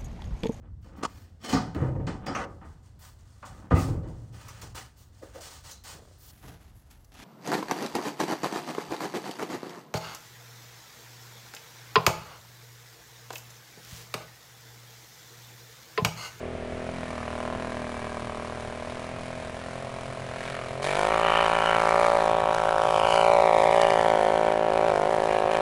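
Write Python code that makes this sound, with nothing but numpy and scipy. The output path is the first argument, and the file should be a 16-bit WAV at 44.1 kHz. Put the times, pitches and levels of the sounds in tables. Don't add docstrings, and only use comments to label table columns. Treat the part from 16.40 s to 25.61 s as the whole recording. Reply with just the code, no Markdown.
import sys
import numpy as np
from scipy import signal
from scipy.fft import rfft, irfft, next_fast_len
from scipy.io import wavfile
from scipy.ndimage import uniform_filter1d, map_coordinates

SR = 44100
rng = np.random.default_rng(int(sys.argv[2]) if len(sys.argv) > 2 else 0)


def unload_audio(sound):
    columns = np.transpose(np.atleast_2d(sound))
    steps = np.round(np.clip(columns, -1, 1) * 32767)
    wavfile.write(sys.argv[1], SR, steps.astype(np.int16))


N = 406150
TIME = np.arange(N) / SR
KICK_S, OPEN_S, CRUISE_THROTTLE = 4.418, .06, .15
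CLIMB_S = np.maximum(TIME - KICK_S, 0)
THROTTLE = 1 - (1 - CRUISE_THROTTLE) * np.exp(-CLIMB_S / OPEN_S)
SPIT = (1 - np.exp(-CLIMB_S / .008)) * np.exp(-CLIMB_S / .085)


def amp(db):
    return 10 ** (np.asarray(db) / 20)


def unit(x):
    return x / np.sqrt(np.mean(x ** 2) + 1e-20)


def steady(x, size=4400):
    return x / np.sqrt(np.abs(uniform_filter1d(uniform_filter1d(x ** 2, size), size)) + 1e-20)


def curves(rows):
    s, *cols = np.transpose(rows)
    return [np.interp(TIME, s, c) for c in cols]


def swells(rows):
    return sum(height * np.exp(-((TIME - s) / half) ** 2) for s, height, half in rows)


def wobble(rate):
    return map_coordinates(rng.standard_normal(int(N * rate / SR) + 4), [TIME * rate])


def colour(x, points, size=8192):
    f, db = np.transpose(points)
    gain = amp(np.interp(np.log(np.fft.rfftfreq(size, 1 / SR) + 1), np.log(f), db))
    cepstrum = irfft(np.log(gain))
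    cepstrum[1:size // 2] *= 2
    cepstrum[size // 2 + 1:] = 0
    return signal.oaconvolve(x, irfft(np.exp(rfft(cepstrum))))[:N]


def below(x, hz, order=8):
    m = next_fast_len(N + 8192)
    return irfft(rfft(x, m) / (1 + (np.fft.rfftfreq(m, 1 / SR) / hz) ** order), m)[:N]


def delayed(x, ms):
    return np.interp(TIME - ms / 1000, TIME, x, left=0)


def firings(cycles, scatter_db, jitter_s):
    when = np.interp(np.arange(np.ceil(cycles[0]), cycles[-1]), cycles, TIME)
    chance = rng.standard_normal((len(when), 2))
    at = np.clip(np.round((when + jitter_s * chance[:, 0]) * SR), 0, N - 1).astype(int)
    return np.bincount(at, amp(scatter_db * chance[:, 1]), N)


def puffs(pulses, decay_s, rise_s, between, size=1500):
    t = np.arange(size) / SR
    shape = np.exp(-t / decay_s) * (1 - np.exp(-(t / rise_s) ** 2))
    return (signal.oaconvolve(pulses, shape / shape.max())[:N] + between) * rng.standard_normal(N)


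# (frequency [Hz], gain [dB])
AIR_SPECTRUM = [(20, -2), (100, -5), (300, -8), (650, -3.5), (1300, -6), (2300, -7.5), (4500, -22),
                (10000, -30), (12000, -58)]

def forest_air():
    return amp(-44.3 + .2 * wobble(3.9)) * unit(colour(rng.standard_normal(N), AIR_SPECTRUM))


def far_quad():
    pitch_hz = 123 + 3 * wobble(6.2)
    drone = np.sin(2 * np.pi * np.cumsum(pitch_hz) / SR) * amp(3 * wobble(7))
    return amp(-53) * unit(drone) * np.clip(TIME - 1, 0, 1)


# (frequency [Hz], gain [dB])
IDLE_THUMP = [(20, -26), (45, 4), (70, -1), (115, 9), (180, -9.5), (300, -8.5), (800, -50), (3000, -50)]

def idling_quad():
    firing_hz = 24 + .8 * wobble(3)
    thumps = firings(np.cumsum(firing_hz) / SR, scatter_db=3, jitter_s=.0021)
    return amp(-49.5) * unit(colour(thumps, IDLE_THUMP))


# (time [s], relative level [dB])
TICK_EVENTS = [(6.1467, -9), (6.3071, -18), (7.416, -3), (8.335, -14), (9.1696, -12)]

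def ticks(size=900):
    out, t = np.zeros(N + size), np.arange(size) / SR
    for s, db in TICK_EVENTS:
        out[round(s * SR):][:size] += amp(db - 20.5) * np.exp(-t / .002) * rng.standard_normal(size)
    return colour(out[:N], HISS_SPECTRUM)


def forest_echo(x, t60, size=22050):
    t = np.arange(size) / SR
    tail = rng.standard_normal(size) * amp(-60 * t / t60) * (1 - np.exp(-t / .045))
    return below(signal.fftconvolve(x, tail / np.linalg.norm(tail))[:N], hz=4300, order=2)


def scattered(pulses, decay_s, rate, count=4, size=500):
    clusters = rng.standard_normal((count, size)) * np.exp(-np.arange(size) / SR / decay_s)
    return sum(wobble(rate) * signal.oaconvolve(pulses, cluster)[:N] for cluster in clusters)


# (time [s], delay [ms], strength [0-1])
SLOPE_ECHO = [(4.5, .15, .08), (5.3, .22, .12), (5.9, .42, .28), (6.5, .475, .48), (6.78, .545, .6),
              (7.0, .65, .55), (7.5, .74, .48), (8.0, .8, .22), (8.6, .85, .06)]

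def mirrored(x):
    delay_ms, strength = curves(SLOPE_ECHO)
    return x - strength * delayed(below(x, hz=5140), delay_ms)


# (time [s], revs [cycles/s])
DRIVEN_REVS = [(-0.0, 41.35), (0.8, 39.58), (1.18, 41.39), (1.67, 39.45), (2.29, 39.84), (2.78, 42.34),
               (3.03, 41.51), (3.41, 43.41), (4.3, 42.05), (4.764, 56.3), (5.56, 55.97), (6.38, 55.51),
               (7.31, 57.63), (7.66, 55.39), (8.35, 55.08), (9.21, 55.13)]
# (time [s], change [cycles/s], half length [s])
WHEEL_SLIPS = [(0.538, 2.316, 0.179), (4.135, 2.1, 0.075), (5.653, 2.043, 0.102), (6.549, -0.963, 0.091),
               (6.924, 1.105, 0.046), (7.181, -2.505, 0.126), (7.822, -2.064, 0.063), (8.47, 2.655, 0.032),
               (8.582, -4.427, 0.082), (9.009, -1.896, 0.085)]
# (time [s], depth [cycles/s], swing rate [Hz], half length [s])
RUT_SWINGS = [(0.34, 0.64, 5.18, 0.27), (3.42, .7, 5.5, .13), (3.83, 1.59, 6.72, 0.21),
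              (4.21, -.9, 5.5, .12), (4.535, -1.8, 9.5, .06), (5.0, 1.04, 6.21, 0.21), (5.28, .6, 7, .1),
              (5.96, 0.81, 4.97, 0.32), (6.49, 1.33, 4.17, 0.19), (8.02, -.4, 6, .12), (8.3, -1, 6.5, .1),
              (8.86, 1.08, 7.38, 0.32)]

def revs():
    rocking = sum(swells([(s, depth, half)]) * np.cos(2 * np.pi * hz * (TIME - s))
                  for s, depth, hz, half in RUT_SWINGS)
    return curves(DRIVEN_REVS)[0] + swells(WHEEL_SLIPS) + rocking


# (time [s], multiple of the revs, level [dB], half length [s])
GEAR_TONES = [(.72, 44, -53.5, .18), (1.3, 39.5, -54.5, .2), (1.62, 58.3, -54, .23), (1.7, 41, -55, .15),
              (2.15, 40.5, -55.5, .2), (2.88, 58.6, -57.5, .2)]

def gear_whine(speed, play_cycles=.15):
    cycles = np.cumsum(speed) / SR
    tone = lambda multiple: unit(np.sin(2 * np.pi * (multiple * cycles + play_cycles * wobble(70))))
    return sum(swells([(s, amp(db), half)]) * tone(multiple) for s, multiple, db, half in GEAR_TONES)


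# (frequency [Hz], gain [dB])
HISS_SPECTRUM = [(2000, -10), (3800, 7.5), (5000, 4.5), (7000, 2), (10000, 0), (11000, -4.5), (12000, -33)]

def gas_hiss(blasts, lift_db, load_db=10.5, fade_db_per_s=.8):
    jet = puffs(blasts, decay_s=.0014, rise_s=.00096, between=.42)
    level_db = -55.5 + load_db * THROTTLE - fade_db_per_s * CLIMB_S + lift_db + 16 * SPIT
    return amp(level_db + 1.16 * wobble(14)) * steady(mirrored(colour(jet, HISS_SPECTRUM)))


# (frequency [Hz], gain [dB])
RASP_SPECTRUM = [(500, -55), (1100, -1.5), (1350, 1), (1560, -1.5), (1800, 1.5), (2030, -3), (2300, 2.5),
                 (2660, -7), (2950, -4), (3400, -10.5), (4200, -16), (6000, -38)]
# (frequency [Hz], gain [dB])
TAILPIPE_BAND = [(2450, -30), (2800, -3), (3050, 0), (3300, -9), (3900, -34)]
# (time [s], level [dB], half length [s])
TAILPIPE_SNARLS = [(4.95, -37, .15), (5.27, -38, .08), (6.72, -37, .14), (7.45, -40, .12)]

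def gas_rasp(blasts, pulses, lift_db, load_db=20.2, fade_db_per_s=1.85):
    gas = unit(puffs(blasts, decay_s=.0012, rise_s=.0007, between=.12))
    cluster = scattered(pulses, decay_s=.0042, rate=4)
    churn = .35 * (1 - THROTTLE) * rng.standard_normal(N)
    grit = .7 * steady(colour(gas + churn, RASP_SPECTRUM)) + .75 * steady(colour(cluster, RASP_SPECTRUM))
    level_db = -52.5 + load_db * THROTTLE - fade_db_per_s * CLIMB_S + lift_db + 12 * SPIT
    snarls = swells([(s, amp(db), half) for s, db, half in TAILPIPE_SNARLS])
    return amp(level_db) * steady(mirrored(grit)) + snarls * steady(colour(grit, TAILPIPE_BAND))


# (time [s], extra rasp [dB], extra hiss [dB], half
# length [s])
LOAD_SURGES = [(.9, 3.8, 1, .8), (4.1, 10.5, 4, .19), (4.62, -2, 0, .08), (4.95, 4.5, 0, .08),
               (5.27, 2.5, 0, .08), (5.35, 3.5, 1, .025), (5.55, 2, 3, .25), (5.65, 3, 1, .03),
               (6.0, -1.5, -3, .15), (6.17, 2, 1, .03), (6.29, 2, 0, .03), (6.74, 5, 5.5, .17),
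               (7.4, 3.8, 4, .4), (7.42, 2.5, 1, .03), (8.1, 3.5, 0, .06), (8.22, -2, -4.5, .12),
               (8.48, 2.5, 0, .1), (8.94, 7, 2, .045), (9.15, 6.5, 2, .06)]

def gas_noise(front_cycles, rear_cycles, front, rear):
    rear_share = .41 + 1.22 * THROTTLE
    blasts = firings(front_cycles, scatter_db=1.8, jitter_s=.0001)
    blasts += rear_share * firings(rear_cycles, scatter_db=3, jitter_s=.0001)
    fade_in_db = -24 * np.exp(-TIME / .24)
    rasp_db = swells([(s, db, half) for s, db, _, half in LOAD_SURGES]) + fade_in_db
    hiss_db = swells([(s, db, half) for s, _, db, half in LOAD_SURGES]) + fade_in_db
    return gas_rasp(blasts, front + rear_share * rear, rasp_db) + gas_hiss(blasts, hiss_db)


def engine_orders(speed, cycles, pipe_hz=138, pipe_width_hz=12):
    pipe_db = 16 * np.exp(-((3 * speed - pipe_hz) / pipe_width_hz) ** 2) * (1 - THROTTLE / 2)
    third = -amp(-55.5 + 9 * THROTTLE + pipe_db) * np.cos(6 * np.pi * cycles)
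    fourth = swells([(4.0, amp(-45.5), .5)]) * (1 - THROTTLE) * np.sin(8 * np.pi * cycles)
    return third + fourth


# (frequency [Hz], gain [dB])
FRONT_CRUISE_PULSE = [(30, -10), (90, 18), (200, 3.5), (243, 8), (290, -6.5), (380, 0), (520, 12),
                      (630, 16.5), (720, 12.5), (840, 6.5), (1020, 16), (1220, 7.5), (1380, -3), (1600, 7),
                      (2300, -15), (8000, -54)]
REAR_CRUISE_PULSE = [(30, 6.5), (90, -10), (200, 2), (243, 13.5), (300, 2.5), (430, 14), (640, 7.5),
                     (850, -2.5), (1050, 5.5), (1400, -10.5), (2300, -8.5), (8000, -52)]
FRONT_CLIMB_PULSE = [(30, -1.5), (60, 4), (170, 11.5), (280, -1.5), (400, 5), (580, 18.5), (720, 17.5),
                     (880, 9.5), (1050, 14.5), (1350, 9.5), (1560, 2), (1850, 3), (2300, 0.5), (3600, -9),
                     (8000, -67)]
REAR_CLIMB_PULSE = [(30, -1.5), (60, 6.5), (170, 8), (270, 12), (400, 20), (580, 23.5), (800, 19),
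                    (980, 21.5), (1150, 15.5), (1360, 13.5), (1600, 5), (2300, -11.5), (3600, -31.5),
                    (8000, -35)]

def exhaust_pulses(front, rear):
    returning = lambda x, ms, share: x + share * below(delayed(x, ms), hz=1180, order=2)
    cruise = returning(colour(front, FRONT_CRUISE_PULSE), ms=1.7, share=.2)
    cruise += returning(colour(rear, REAR_CRUISE_PULSE), ms=5.04, share=.29)
    climb = colour(front, FRONT_CLIMB_PULSE)
    climb += returning(colour(rear, REAR_CLIMB_PULSE), ms=5.49, share=.061)
    return -(1 - THROTTLE) * unit(cruise) - THROTTLE * unit(climb)


# (time [s], level [dB])
SILENCER_BOOM = [(0, -42), (1.3, -38.5), (2.8, -44.5), (4.3, -50), (4.6, -45), (5.9, -43.5), (6.35, -51),
                 (6.8, -45), (7.8, -41.5), (9.21, -45.5)]
# (time [s], gain [dB])
HOLLOW_TONE = [(0, 11), (.65, -1), (2.1, 2), (3.2, -4), (4.47, 2), (5.3, -1.5), (7.2, -2), (8.2, 2)]
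# (time [s], level [dB], brightness [dB])
EXHAUST_NOTE = [(0, -37.5, -25), (.28, -39, -19), (.45, -36, -14), (.6, -39.7, -5), (.75, -39.5, -2.5),
                (1.0, -35.8, -.7), (1.45, -39, -1.2), (2.05, -39, -1.7), (2.8, -40.3, -7.5),
                (3.4, -39.3, -7), (3.7, -40.3, -6.5), (4.38, -36.5, -10), (4.47, -29.3, -5),
                (4.55, -29.3, -1.5), (4.61, -26.5, -.7), (5.0, -26.3, 4), (5.19, -27.6, 4),
                (5.55, -23, -.6), (5.95, -24.2, -2.7), (6.17, -26.2, -1.2), (6.5, -23.6, -2.2),
                (6.7, -23.6, -.3), (6.83, -20.8, -1.8), (7.05, -19.7, -4), (7.43, -21, -3.2),
                (8.1, -23.7, -5.2), (8.18, -25, -6.5), (8.43, -22.6, -6.5), (8.65, -24.3, -5.8),
                (9.21, -24.8, -5.3)]

def exhaust_voice(exhaust, fade_db_per_s=1.8):
    boom_db, = curves(SILENCER_BOOM)
    hollow_db, = curves(HOLLOW_TONE)
    note_db, bright_db = curves(EXHAUST_NOTE)
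    band = lambda low_hz, high_hz: below(exhaust, high_hz, order=12) - below(exhaust, low_hz, order=12)
    throb_db = -45 + 7 * THROTTLE - fade_db_per_s * TIME
    throb = amp(throb_db) * steady(below(exhaust, hz=103))
    boom = amp(boom_db) * steady(band(162, 299))
    note = amp(note_db) * steady(mirrored(amp(hollow_db) * band(344, 444) + band(511, 803)))
    edge_db = note_db + bright_db - 3.37 + .45 * wobble(16) + 3.5 * SPIT
    edge = amp(edge_db) * steady(mirrored(band(799, 9000)))
    return throb + boom + note + edge


def climbing_quad(hunt_cycles=.006):
    speed = revs()
    cycles = np.cumsum(speed) / SR + .745 + hunt_cycles * wobble(22)
    rear_cycles = cycles - .32 + .034 * THROTTLE
    front = firings(cycles, scatter_db=1.8, jitter_s=.00003)
    rear = firings(rear_cycles, scatter_db=.5, jitter_s=.00002)
    voice = exhaust_voice(exhaust_pulses(front, rear))
    gas = gas_noise(cycles, rear_cycles, front, rear)
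    return voice + gas + engine_orders(speed, cycles) + gear_whine(speed)


def scene():
    quad = climbing_quad()
    air = forest_air()
    echo = amp(-15) * forest_echo(quad, t60=.4)
    return (air + idling_quad() + far_quad() + ticks() + echo + quad)[None]


def record(dry):
    return below(dry[0], hz=12400, order=90)[None]


dry = scene()
out = record(dry)
unload_audio(out)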